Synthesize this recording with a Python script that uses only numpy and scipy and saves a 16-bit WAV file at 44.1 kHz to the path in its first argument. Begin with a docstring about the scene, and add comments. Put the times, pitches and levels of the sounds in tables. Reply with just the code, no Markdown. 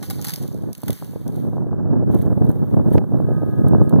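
"""From the start, wind tumbles over the two openings (ports) of a microphone in low buffets,
nearly opposite in left and right, over faint town air. At once a cut birch branch is swung down
onto a lawn and dragged: its limbs knock, its twigs snap, crackle and swish through dry grass.
The wind rises, and at about 3 s a hard gust overloads the microphone with a click.
Near the end a faint chord hangs in the air, like a far-off train horn."""
import sys
import numpy as np
from scipy import signal
from scipy.fft import rfft, irfft, next_fast_len
from scipy.io import wavfile
from scipy.ndimage import uniform_filter1d, minimum_filter1d, map_coordinates

SR = 44100
rng = np.random.default_rng(int(sys.argv[2]) if len(sys.argv) > 2 else 0)


def pcm_store(signal):
    """Save signal as 16-bit PCM."""
    levels = np.round(np.clip(np.atleast_2d(signal), -1, 1) * 32767)
    wavfile.write(sys.argv[1], SR, levels.astype(np.int16).T)


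N = 176400  # samples: 4 seconds


def amp(db):
    """Turn decibels into a number to multiply by."""
    return 10 ** (np.asarray(db) / 20)


def unit(x):
    """Scale a signal to an average power of 1."""
    return x / np.sqrt(np.mean(x ** 2) + 1e-20)


def curve(rows):
    """Join (time [s], value) points with straight lines, one value per sample."""
    return np.interp(np.arange(N) / SR, *np.transpose(rows))


def wobble(per_s):
    """A smooth curve through per_s random values a second."""
    return map_coordinates(rng.standard_normal(int(N * per_s / SR) + 4), [np.arange(N) * per_s / SR])


def gain_at(points, hz):
    """Read the gain at hz from (frequency [Hz], level [dB]) points."""
    point_hz, db = np.transpose(points)
    return amp(np.interp(np.log(hz + 1), np.log(point_hz), db))


def filtered(x, response):
    """Multiply each frequency in x by response(hz)."""
    size = next_fast_len(N + SR // 2)
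    return irfft(rfft(x, size) * response(np.fft.rfftfreq(size, 1 / SR)), size)[..., :N]


def coloured(x, points):
    """Give x a tone colour (a balance of low and high); white noise keeps its power."""
    return filtered(x, lambda hz: unit(gain_at(points, hz)))


def town_air():
    """The distant town: a faint, steady wash of noise."""
    # tone colour of the air (frequency [Hz], relative level [dB])
    colour = [(60, -3), (500, 6), (1000, 12.5), (1700, 2.5), (2100, -18.5), (2600, -56), (6000, -15.5),
              (15000, -41)]
    return amp(-61) * coloured(rng.standard_normal(N), colour)


def turbulence(colour, span):
    """Churning air: coloured noise whose strength is evened out over span samples."""
    noise = coloured(rng.standard_normal(N), colour)
    power = uniform_filter1d(uniform_filter1d(noise ** 2, span), span)
    return noise / np.sqrt(np.abs(power) + 1e-9)


def wind():
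    """Buffets of wind swell a low rumble at the two ports; small swirls sputter on top."""
    # wind at the microphone (time [s], strength [dB])
    strength = [(0.0, -33), (0.2, -22), (0.33, -48.5), (0.44, -35.6), (0.7, -23), (0.76, -50.5),
                (0.81, -44), (0.9, -15), (0.97, -42.9), (1.08, -28.5), (1.23, -35.5), (1.3, -23.5),
                (1.48, -19), (1.68, -26.5), (1.8, -26.5), (1.93, -8.5), (2.05, -16.5), (2.23, -22.3),
                (2.45, -21.5), (2.6, -19), (2.7, -20.5), (2.83, -22.5), (2.93, -24), (3.09, -22),
                (3.2, -17.5), (3.33, -17), (3.5, -31), (3.65, -19.5), (3.76, -7), (3.86, -17.5),
                (3.94, -12.4), (4.0, -9)]
    # single shoves of air (time of crest [s], width [s], rise [dB])
    buffets = [(0.015, 0.0152, 8), (0.102, 0.012, 8.5), (0.244, 0.0081, 2), (0.288, 0.016, 15.5),
               (0.339, 0.014, 23.5), (0.378, 0.0078, 19.5), (0.411, 0.0089, 21.5), (0.447, 0.015, 18.5),
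               (0.487, 0.0035, 15), (0.514, 0.0032, 10), (0.555, 0.022, 10), (0.64, 0.0063, 7),
               (0.73, 0.012, 7), (0.783, 0.013, 14), (0.839, 0.007, 13), (0.924, 0.0036, 6),
               (0.962, 0.0076, 5), (1.026, 0.0058, 16), (1.164, 0.0069, 15), (1.209, 0.0065, 11.5),
               (1.27, 0.018, 9), (1.385, 0.0057, 1), (1.406, 0.008, 2.5), (1.476, 0.0077, 6),
               (1.581, 0.017, 4.5), (1.626, 0.014, 9), (1.668, 0.0043, 10.5), (1.724, 0.026, 11),
               (1.799, 0.021, 10), (1.861, 0.0097, 4.5), (1.904, 0.0036, 1.5), (2.099, 0.02, 8.5),
               (2.153, 0.014, 14.5), (2.194, 0.0098, 8.9), (2.23, 0.0068, 6.5), (2.274, 0.023, 11.5),
               (2.324, 0.013, 10.0), (2.375, 0.0096, 13), (2.42, 0.0089, 14), (2.448, 0.0089, 13),
               (2.475, 0.0094, 8.5), (2.499, 0.0076, 13.5), (2.561, 0.011, 6.6), (2.627, 0.015, 6),
               (2.74, 0.01, 13), (2.773, 0.0087, 15), (2.802, 0.013, 12.5), (2.857, 0.015, 10.5),
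               (2.88, 0.0079, 12), (2.892, 0.0065, 7), (2.919, 0.0051, 15), (2.952, 0.015, 21),
               (2.985, 0.0062, 20), (3.013, 0.0072, 9.5), (3.039, 0.0068, 9.5), (3.145, 0.022, 9),
               (3.211, 0.0052, 3.5), (3.243, 0.0053, 6), (3.29, 0.0087, 5), (3.327, 0.0089, 7),
               (3.376, 0.0067, 7), (3.434, 0.028, 10), (3.488, 0.013, 14), (3.531, 0.014, 14),
               (3.589, 0.021, 15), (3.648, 0.0089, 10.5), (3.673, 0.0057, 9), (3.737, 0.014, 2.5),
               (3.818, 0.0075, 13), (3.878, 0.0046, 4), (3.938, 0.0062, 8.5), (3.964, 0.0024, 5.5)]
    # rumble that is opposite at the two ports (frequency [Hz], relative level [dB])
    opposite_colour = [(20, -38), (33, -26), (50, -27), (80, -1), (140, 2), (230, -4.5), (400, -15.5),
                       (650, -27.5), (1000, -51), (1400, -52.5), (2200, -65.5), (4000, -83.5)]
    # rumble that both ports share (frequency [Hz], relative level [dB])
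    shared_colour = [(20, -40), (35, -42), (60, -11.5), (140, 3.5), (330, -3), (600, -16.5), (1000, -25.5),
                     (1600, -33), (2500, -70), (4000, -69)]
    crest_s, width_s, rise_db = np.transpose(buffets)
    crests = np.exp(-.5 * ((np.arange(N) / SR - crest_s[:, None]) / width_s[:, None]) ** 2)
    sway_db, flicker_db, lean_right_db = 0.56, 3, 0.93
    strength_db = curve(strength) + sway_db * wobble(45) + rise_db @ crests
    push = amp(strength_db) * unit(amp(flicker_db * wobble(170)))
    opposite = amp(-2) * push * turbulence(opposite_colour, span=700)
    shared = amp(-15) * push * turbulence(shared_colour, span=600) + pops(strength_db)
    return np.array([shared + opposite, shared - opposite]) * amp([[-lean_right_db], [lean_right_db]])


def eddy(t, width_s):
    """The pressure swing as one eddy, a small swirl of air, passes a port; peak near 1."""
    u = t / width_s
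    shape = rng.uniform(0, 2 * np.pi)  # blends a bump with a down-and-up swing
    return (np.cos(shape) * (1 - u * u) + np.sin(shape) * np.sqrt(np.e) * u) * np.exp(-u * u / 2)


def pops(strength_db):
    """Small eddies sputter at random, louder in stronger wind; the strongest stand out as pops."""
    # strong eddies; big ones thump low (time [s], relative level [dB], pitch before lowering [Hz])
    strong_eddies = [(0.4137, -28.5, 400), (0.5467, -24.3, 352), (0.6871, -27.5, 480), (0.8322, -24, 580),
                     (0.8964, -20, 410), (1.0233, -24.5, 656), (1.1344, -30, 480), (1.1592, -27, 453),
                     (1.2719, -33.7, 420), (1.2895, -29, 460), (1.3804, -23.5, 400), (1.4, -28.0, 360),
                     (1.4498, -29.5, 530), (1.5318, -23.5, 494), (1.5679, -21.5, 514), (1.5804, -21.5, 566),
                     (1.6685, -25.5, 454), (1.729, -21.5, 576), (1.9271, -21, 290), (1.9384, -25.4, 450),
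                     (2.024, -22, 470), (2.0805, -20.5, 297), (2.1009, -23.5, 430), (2.1494, -18.5, 386),
                     (2.156, -24.5, 253), (2.2873, -24.5, 382), (2.3174, -20, 470), (2.3771, -19, 410),
                     (2.421, -15, 405), (2.446, -20, 250), (2.497, -18.5, 298), (2.5587, -23.5, 310),
                     (2.6276, -32, 570), (2.7408, -21, 573), (2.7688, -16, 326), (2.7765, -17.5, 438),
                     (2.7969, -16.3, 484), (2.881, -23.5, 341), (2.9547, -11.5, 480), (2.9783, -17.5, 497),
                     (3.1209, -22, 494), (3.1432, -17.5, 370), (3.201, -17.5, 514), (3.2868, -14, 360),
                     (3.305, -20.5, 390), (3.317, -17.5, 357), (3.42, -19, 430), (3.4324, -19, 430),
                     (3.6675, -17.5, 424), (3.7332, -6.5, 490), (3.7479, -12, 622), (3.8156, -11, 470),
                     (3.908, -27, 580), (3.9254, -18.5, 625), (3.9459, -18, 450), (3.9603, -13.5, 440),
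                     (3.987, -16.5, 616)]
    # tone colour of a pop (frequency [Hz], gain [dB])
    colour = [(30, -29), (120, -7), (300, 1.5), (700, -0.5), (1200, 0.5), (1800, 1), (2600, -14),
              (5000, -32)]
    sputters_per_s, lowering = 190, 0.82
    starts = np.flatnonzero(rng.random(N) < sputters_per_s / SR)
    sputter_db = strength_db - 19.5 + 3 * np.minimum(rng.exponential(size=N), 2)
    widths_s = .00046 * np.exp(0.14 * rng.standard_normal(N))
    small = [(i, sputter_db[i], widths_s[i]) for i in starts]
    strong = [(round(s * SR), db, 1 / (2 * np.pi * lowering * hz)) for s, db, hz in strong_eddies]
    out, t = np.zeros(N + SR), np.arange(-256, 256) / SR
    for i, db, width_s in strong + small:
        out[i:i + len(t)] += amp(db) * eddy(t, width_s)
    lead_in = 192  # samples skipped, so each pop peaks just after its start time
    return filtered(out[lead_in:][:N], lambda hz: gain_at(colour, hz))


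def rustle():
    """Twigs brush the grass: tiny touches blur into a swish, bigger ones crackle. Three paths."""
    # how loudly the branch drags (time [s], level [dB])
    drag = [(0, -49.5), (.02, -50.5), (.04, -36.5), (.09, -44.5), (.12, -40), (.2, -45.5), (.28, -33.5),
            (.34, -38), (.39, -41.5), (.5, -50), (.6, -56), (.72, -55.5), (.86, -47), (.94, -41),
            (1.02, -45.5), (1.12, -50.5), (1.26, -55.5), (1.39, -51), (1.52, -60), (1.68, -67.5),
            (2.05, -68.5), (2.065, -62), (2.105, -61), (2.125, -49), (2.19, -51), (2.32, -59.5),
            (2.42, -59), (2.52, -56.5), (2.61, -59), (2.74, -56.5), (2.85, -61), (2.91, -53.5),
            (2.935, -41.5), (3.0, -61.5), (3.1, -62), (3.17, -60.5), (3.5, -58), (3.85, -58), (4, -58)]
    crackles_per_s, spread_db, fade_s = 150, 4.5, 0.0056
    t = np.arange(SR // 20) / SR
    sizes = amp(spread_db * np.minimum(rng.exponential(size=N), 3))
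    touches = sizes * (rng.random(N) < crackles_per_s / SR)
    power = signal.fftconvolve(touches ** 2, amp(-60 * t / fade_s) ** 2)[:N]
    crackle = unit(np.sqrt(np.abs(power)) * rng.standard_normal((3, N)))
    swish = rng.standard_normal((3, N))
    return amp(curve(drag)) * (amp(-4.5) * swish + amp(-10) * crackle)


def snaps():
    """Twigs break in sharp bursts: thin ones tick high, thick ones crack lower. Three paths."""
    # breaking twigs (time [s], level [dB], time to fade by 60 dB [s], low edge of the sound [Hz])
    breaks = [(0.027, -31, 0.034, 700), (0.1, -21.5, 0.018, 1500), (.106, -26.5, 0.03, 1200),
              (.115, -33, 0.014, 1200), (0.214, -26, 0.012, 5000), (0.2226, -28, 0.014, 1500),
              (.244, -22, 0.025, 1000), (0.2486, -24, 0.022, 1200), (.268, -28, 0.04, 900),
              (0.2827, -23, 0.027, 1500), (.294, -22, 0.021, 1310), (.304, -24, .015, 1300),
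              (.319, -29.5, 0.013, 1800), (0.336, -22.5, 0.018, 1810), (0.338, -19.5, 0.016, 2960),
              (0.359, -24.5, 0.014, 2000), (.384, -37.5, 0.016, 4000), (.427, -28.5, .008, 5000),
              (0.478, -33, 0.012, 4000), (0.5277, -38, 0.0069, 6000), (0.544, -43.5, 0.019, 3980),
              (0.623, -39.5, 0.0071, 4000), (0.73, -25.5, 0.0092, 1500), (.75, -32.5, 0.017, 2500),
              (.779, -34.5, 0.012, 5000), (.804, -39.5, 0.0076, 6000), (0.818, -31, 0.0086, 6000),
              (0.834, -34, 0.02, 3000), (0.859, -40.5, 0.029, 2500), (0.881, -23.5, 0.019, 1190),
              (0.887, -38.5, 0.042, 800), (0.903, -30, 0.011, 1500), (0.9051, -15.5, 0.0069, 3000),
              (0.929, -26.5, 0.016, 3000), (1.279, -29.5, 0.0099, 3600), (1.361, -39, 0.012, 4000),
              (2.113, -47, 0.023, 2510), (2.147, -36.5, 0.015, 900), (2.22, -32.5, 0.011, 4030),
              (2.4503, -39.5, 0.01, 6960), (2.493, -29.5, 0.006, 7000), (2.504, -38.5, .007, 900),
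              (2.515, -35, 0.0074, 7000), (2.881, -43, .006, 1010), (2.929, -40, 0.022, 6030),
              (3.6837, -30.5, 0.0095, 6000), (3.8937, -31, 0.013, 4870)]
    out, t = np.zeros((3, N + SR)), np.arange(4096) / SR
    hz = np.fft.rfftfreq(len(t), 1 / SR)
    attack = 1 - np.exp(-t / 0.00035)
    for s, db, fade_s, edge_hz in breaks:
        tint = amp(2 * signal.resample(rng.standard_normal(14), len(hz)))  # each twig's own colour
        low_cut = hz ** 2 / np.hypot(hz ** 2, edge_hz ** 2)
        noise = rng.standard_normal((3, len(t)))
        burst = unit(irfft(rfft(noise) * tint * low_cut))
        out[:, round(s * SR):][:, :len(t)] += amp(db - 60 * t / fade_s) * attack * burst
    return out[:, :N]


def knocks():
    """Thick limbs hit the ground and each other, ringing a little differently at each spot."""
    # hits of the limbs (time [s], relative level [dB])
    hits = [(.029, -27.5), (.1, -37), (.106, -26.5), (.191, -33.5), (.224, -42), (.245, -35), (.253, -34.5),
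            (.272, -35), (.284, -34.5), (.294, -37), (0.878, -31), (.904, -35.5)]
    # tones the wood rings with (frequency [Hz], relative level [dB], time to fade by 60 dB [s])
    wood_tones = [(816, 1.5, .055), (1097, -3.5, 0.032), (1425, -6, 0.036), (2100, -6, 0.037),
                  (3140, -14.5, 0.027), (4010, -10, .04), (4650, -9, .025), (5550, -6, .02)]
    spread_db, detune = 1, 0.061
    out, t = np.zeros(N + SR), np.arange(SR // 8) / SR
    attack = 1 - np.exp(-t / 0.0019)
    for s, db in hits:
        ring = np.zeros(len(t))
        for hz, tone_db, fade_s in wood_tones:
            level = amp(tone_db + rng.normal(0, spread_db) - 60 * t / fade_s)
            pitch_hz = hz * np.exp(rng.normal(0, detune))
            ring += level * np.sin(2 * np.pi * pitch_hz * t)
        out[round(s * SR):][:len(t)] += amp(db - 2) * attack * ring
    return out[:N]


def echoes(x, fade_s):
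    """Fence and walls throw the sound back as a short tail that fades by 60 dB in fade_s."""
    t = np.arange(SR // 2) / SR
    tail = rng.standard_normal(len(t)) * amp(-60 * t / fade_s)
    return signal.fftconvolve(x, tail / np.linalg.norm(tail))[:N]


def branch():
    """The branch lands, then sounds thinner as it comes to lie in the grass."""
    # twigs striking the ground (frequency [Hz], relative level [dB])
    striking_colour = [(300, -15), (900, -2), (2000, -1.5), (3000, -0.5), (3900, 1.5), (5000, 1.5),
                       (6200, -0.5), (8500, -5.5), (10000, 0), (11500, 3), (14200, 3), (15300, -1.5),
                       (16300, -19)]
    # the lighter swish in the grass (frequency [Hz], relative level [dB])
    grass_colour = [(300, -28), (1500, 2.5), (3500, -3), (5000, -10.5), (6800, -10), (9000, -6),
                    (11500, -1), (14500, 3), (15400, 2), (16300, -18)]
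    # twig sound that reaches each port by its own path (frequency [Hz], gain [dB])
    scatter_colour = [(1000, -11.5), (2600, -34.5), (3900, -13.5), (5200, -13), (9000, 1.5), (15000, -13)]
    contacts = snaps() + rustle()  # three paths: direct, scattered left, scattered right
    contacts[0] += knocks()
    lying = curve([(0.3, 0), (2.3, 1)])  # settles between 0.3 s and 2.3 s
    paths = (1 - lying) * coloured(contacts, striking_colour) + lying * coloured(contacts, grass_colour)
    left = paths[0] + amp(-14) * echoes(paths[0], fade_s=0.076)
    lag_s = .00039  # the right port hears the same sound late and upside down
    right = -filtered(left, lambda hz: np.exp(-2j * np.pi * hz * lag_s))
    scattered = filtered(paths[1:], lambda hz: gain_at(scatter_colour, hz))
    return np.array([left, right]) + scattered


def overload():
    """A hard gust overloads the microphone with one dry click, mostly at the right port."""
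    # tone colour of the click (frequency [Hz], gain [dB])
    colour = [(300, -7), (1400, 0), (2600, -7), (3800, -19.5), (5000, -17.5), (6500, -27), (12000, -36.5)]
    click_s = 2.982
    pulse = amp(5.1) * (np.arange(N) == round(click_s * SR))
    click = filtered(pulse, lambda hz: gain_at(colour, hz))
    return np.array([amp(-11) * click, click])


def horn():
    """A far horn holds a chord whose tones waver in the wind."""
    # tones of the chord (frequency [Hz], level [dB])
    tones = [(830, -72), (1249, -52), (1550, -60), (1663, -60)]
    start_s, end_s, fade_s = 3.25, 3.94, 0.044
    waver_db, waver_hz = 1.3, 1.43
    t, chord = np.arange(N) / SR, np.zeros(N)
    for hz, db in tones:
        level = np.sqrt(2) * amp(db + waver_db * wobble(11))
        cycles = np.cumsum(hz + waver_hz * wobble(20)) / SR
        chord += level * np.sin(2 * np.pi * cycles)
    return chord * np.clip(np.minimum(t - start_s, end_s - t) / fade_s, 0, 1)


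def scene():
    """Branch, wind, click and horn over the quiet town air, in left and right."""
    return branch() + wind() + overload() + horn() + town_air()


def record(dry):
    """Cut the deepest bass, turn down any peak that is too loud, and drop the highest treble."""
    low_cut_hz, top_hz, ceiling = 54, 16450, .97
    x = filtered(dry, lambda hz: hz ** 2 / np.hypot(hz ** 2, low_cut_hz ** 2))
    span = int(.004 * SR)
    safe_gain = np.minimum(1, ceiling / (np.abs(x).max(axis=0) + 1e-9))
    held_gain = minimum_filter1d(safe_gain, 2 * span)
    smooth_gain = uniform_filter1d(uniform_filter1d(held_gain, span), span)
    return filtered(x * smooth_gain, lambda hz: hz < top_hz)


dry = scene()
out = record(dry)
pcm_store(out)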